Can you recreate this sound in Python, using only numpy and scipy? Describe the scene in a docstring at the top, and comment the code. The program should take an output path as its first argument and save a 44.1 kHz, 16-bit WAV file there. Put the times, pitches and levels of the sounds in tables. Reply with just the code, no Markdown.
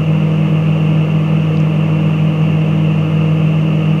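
"""Close by a steadily running microwave oven.
Its four-bladed cooling fan drones and beats against the transformer's mains hum.
Air rushes through the ringing steel case; a panel buzzes with the mains.
Something inside ticks faintly, twice in quick succession."""
import sys
import numpy as np
from scipy import signal
from scipy.fft import rfft, irfft
from scipy.io import wavfile

SR = 44100
rng = np.random.default_rng(int(sys.argv[2]) if len(sys.argv) > 2 else 0)


def unload_audio(sound):
    """Save the sound as a 16-bit wav file, at the path given as the first command line argument."""
    columns = np.transpose(np.atleast_2d(sound))
    # keep every value between -1 and 1, then stretch to whole-number steps
    steps = np.round(np.clip(columns, -1, 1) * 32767)
    wavfile.write(sys.argv[1], SR, steps.astype(np.int16))


N = 176400

MAINS_HZ, SHAFT_HZ, BLADES = 50, 39.15, 4
AIR_DB, HUM_DB, FAN_DB = -0.5, -0.5, 0.5
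TOP_HZ = 15700

# Ticks inside the oven: (time [s], peak [dB], centre [Hz], width [Hz], decay [ms])
TICK_EVENTS = [(1.5716, -26, 4300, 2000, 1.0), (1.601, -32.5, 5500, 2590, 2.5)]
# Air noise in the case: (frequency [Hz], level in a 1 Hz band [dB re AIR_DB])
AIR_SPECTRUM = [(25, -87.5), (50, -77), (80, -61.5), (110, -54), (145, -43.5), (185, -49.5), (270, -53),
                (315, -54), (400, -57), (480, -53.5), (620, -57), (760, -63.5), (1050, -63), (1200, -58.5),
                (1400, -68.5), (1580, -73), (1750, -68), (1950, -72.5), (2170, -64), (2360, -68.8),
                (2700, -60), (2900, -63.5), (3080, -71), (3400, -79.5), (4000, -88), (4700, -87),
                (5100, -91), (5600, -88), (6500, -89.4), (7400, -94.9), (8100, -96), (9000, -97.5),
                (15000, -102.1)]
# Transformer lines: (multiple of mains [-], level [dB re HUM_DB])
HUM_PARTIALS = [(2, -27.5), (3, -30), (4, -22.5), (6, -37.2), (7, -51), (8, -47.5), (10, -37), (12, -49),
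                (17, -54), (25, -60), (26, -60.5), (43, -54), (53, -45), (55, -47.5), (57, -53.5),
                (59, -53.5)]
# Fan tones: (multiple of shaft rate [-], level [dB re FAN_DB])
FAN_PARTIALS = [(4, -13.5), (5, -34), (6, -42.5), (8, -29.5), (12, -36), (14, -48), (16, -40.5), (18, -49),
                (20, -47.5), (24, -49.5)]


def undb(db):
    """Decibels to gain."""
    return 10 ** (np.asarray(db) / 20)


def walk(rate_hz):
    """Smooth unit-variance noise, changing about rate_hz times a second."""
    hz = np.fft.rfftfreq(2 * N, 1 / SR)
    lowpass = np.exp(-.5 * (2 * hz / rate_hz) ** 2)
    y = irfft(rfft(rng.standard_normal(2 * N)) * lowpass)[:N]
    return (y - y.mean()) / y.std()


def tone(phase_rad, rms_db):
    """Complex partial with random start phase; rms_db applies to its real part."""
    return np.sqrt(2) * undb(rms_db) * np.exp(1j * (phase_rad + rng.uniform(0, 2 * np.pi)))


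def air_band(white, lo_hz, hi_hz):
    """White noise shaped to the air spectrum between two edges."""
    hz = np.fft.rfftfreq(N, 1 / SR)
    knot_hz, knot_db = np.array(AIR_SPECTRUM).T
    level_db = np.interp(np.log(hz + 1), np.log(knot_hz), knot_db)
    gain = undb(level_db) * (hz >= lo_hz) * (hz < hi_hz)
    return irfft(rfft(white) * gain * np.sqrt(SR / 2), N)


def ticks():
    """Tiny cracks: band-passed noise bursts that die within milliseconds."""
    t, out = np.arange(N) / SR, np.zeros(N)
    for start_s, peak_db, centre_hz, width_hz, decay_ms in TICK_EVENTS:
        edges_hz = [max(centre_hz - width_hz / 2, 100), min(centre_hz + width_hz / 2, TOP_HZ)]
        band = signal.butter(3, edges_hz, "band", fs=SR, output="sos")
        age_ms = np.maximum(t - start_s, 0) * 1000
        burst = rng.standard_normal(N) * (t >= start_s) * np.exp(-age_ms / decay_ms)
        crack = signal.sosfilt(band, burst)
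        out += undb(peak_db) * crack / np.abs(crack).max()
    return out


def steel_case(x, t60_s=0.15, wet_to_dry_db=-11.5):
    """The steel case adds a short, dense ring."""
    t = np.arange(N) / SR
    ring = rng.standard_normal(N) * np.exp(-np.log(1000) * t / t60_s)
    wet = irfft(rfft(x) * rfft(ring / np.linalg.norm(ring)), N)
    wet_gain = undb(wet_to_dry_db)
    return (x + wet_gain * wet) / np.hypot(1, wet_gain)


def air_and_panel(shaft_rad, mains_rad, panel_lo_hz=1795, panel_hi_hz=3700, flicker_db=0.25):
    """Low rush chopped by the fan, panel rasp pulsing with the mains, smooth hiss above."""
    rush, rasp, hiss = rng.standard_normal((3, N))
    blade_chop = 1 + 0.13 * np.cos(BLADES * shaft_rad)
    wobble = 0.12 * np.cos(2 * shaft_rad)
    buzz = 0.066 * (np.cos(2 * mains_rad) + np.cos(4 * mains_rad))  # repeats each half cycle
    rush *= (blade_chop + wobble) * undb(flicker_db * walk(rate_hz=23))
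    rasp *= blade_chop + buzz
    body = air_band(rush, 0, panel_lo_hz) + air_band(rasp, panel_lo_hz, panel_hi_hz)
    return undb(AIR_DB) * (steel_case(body) + air_band(hiss, panel_hi_hz, SR / 2))


def transformer(mains_rad, waver_db=1):
    """Core and panels vibrate at mains multiples; each line wavers slightly."""
    out = np.zeros(N)
    for multiple, line_db in HUM_PARTIALS:
        level_db = line_db + HUM_DB + waver_db * walk(rate_hz=4.8)
        out += tone(multiple * mains_rad, level_db).real
    return out


def fan(shaft_rad, blade_flutter=0.09, other_flutter=0.15, flutter_hz=12):
    """Strong blade tone and weaker shaft multiples, shaken by turbulent inflow."""
    out = np.zeros(N)
    for multiple, level_db in FAN_PARTIALS:
        depth = blade_flutter if multiple == BLADES else other_flutter
        shake = 1 + depth * (walk(flutter_hz) + 1j * walk(flutter_hz))  # amplitude and phase
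        partial = tone(multiple * shaft_rad, level_db + FAN_DB) * shake
        out += partial.real / np.sqrt(1 + 2 * depth ** 2)
    return out


def scene():
    """Mono mix; steady mains, slightly drifting fan speed."""
    mains_rad = 2 * np.pi * MAINS_HZ * np.arange(N) / SR
    speed_hz = SHAFT_HZ * (1 + 0.0016 * walk(rate_hz=2.28))
    shaft_rad = 2 * np.pi * np.cumsum(speed_hz) / SR
    drone = transformer(mains_rad) + fan(shaft_rad)
    return (drone + air_and_panel(shaft_rad, mains_rad) + ticks())[None]


def record(dry):
    """Steep zero-phase low-pass at TOP_HZ."""
    lowpass = signal.ellip(8, .05, 60, TOP_HZ, fs=SR, output="sos")
    return signal.sosfiltfilt(lowpass, dry)


dry = scene()
out = record(dry)
unload_audio(out)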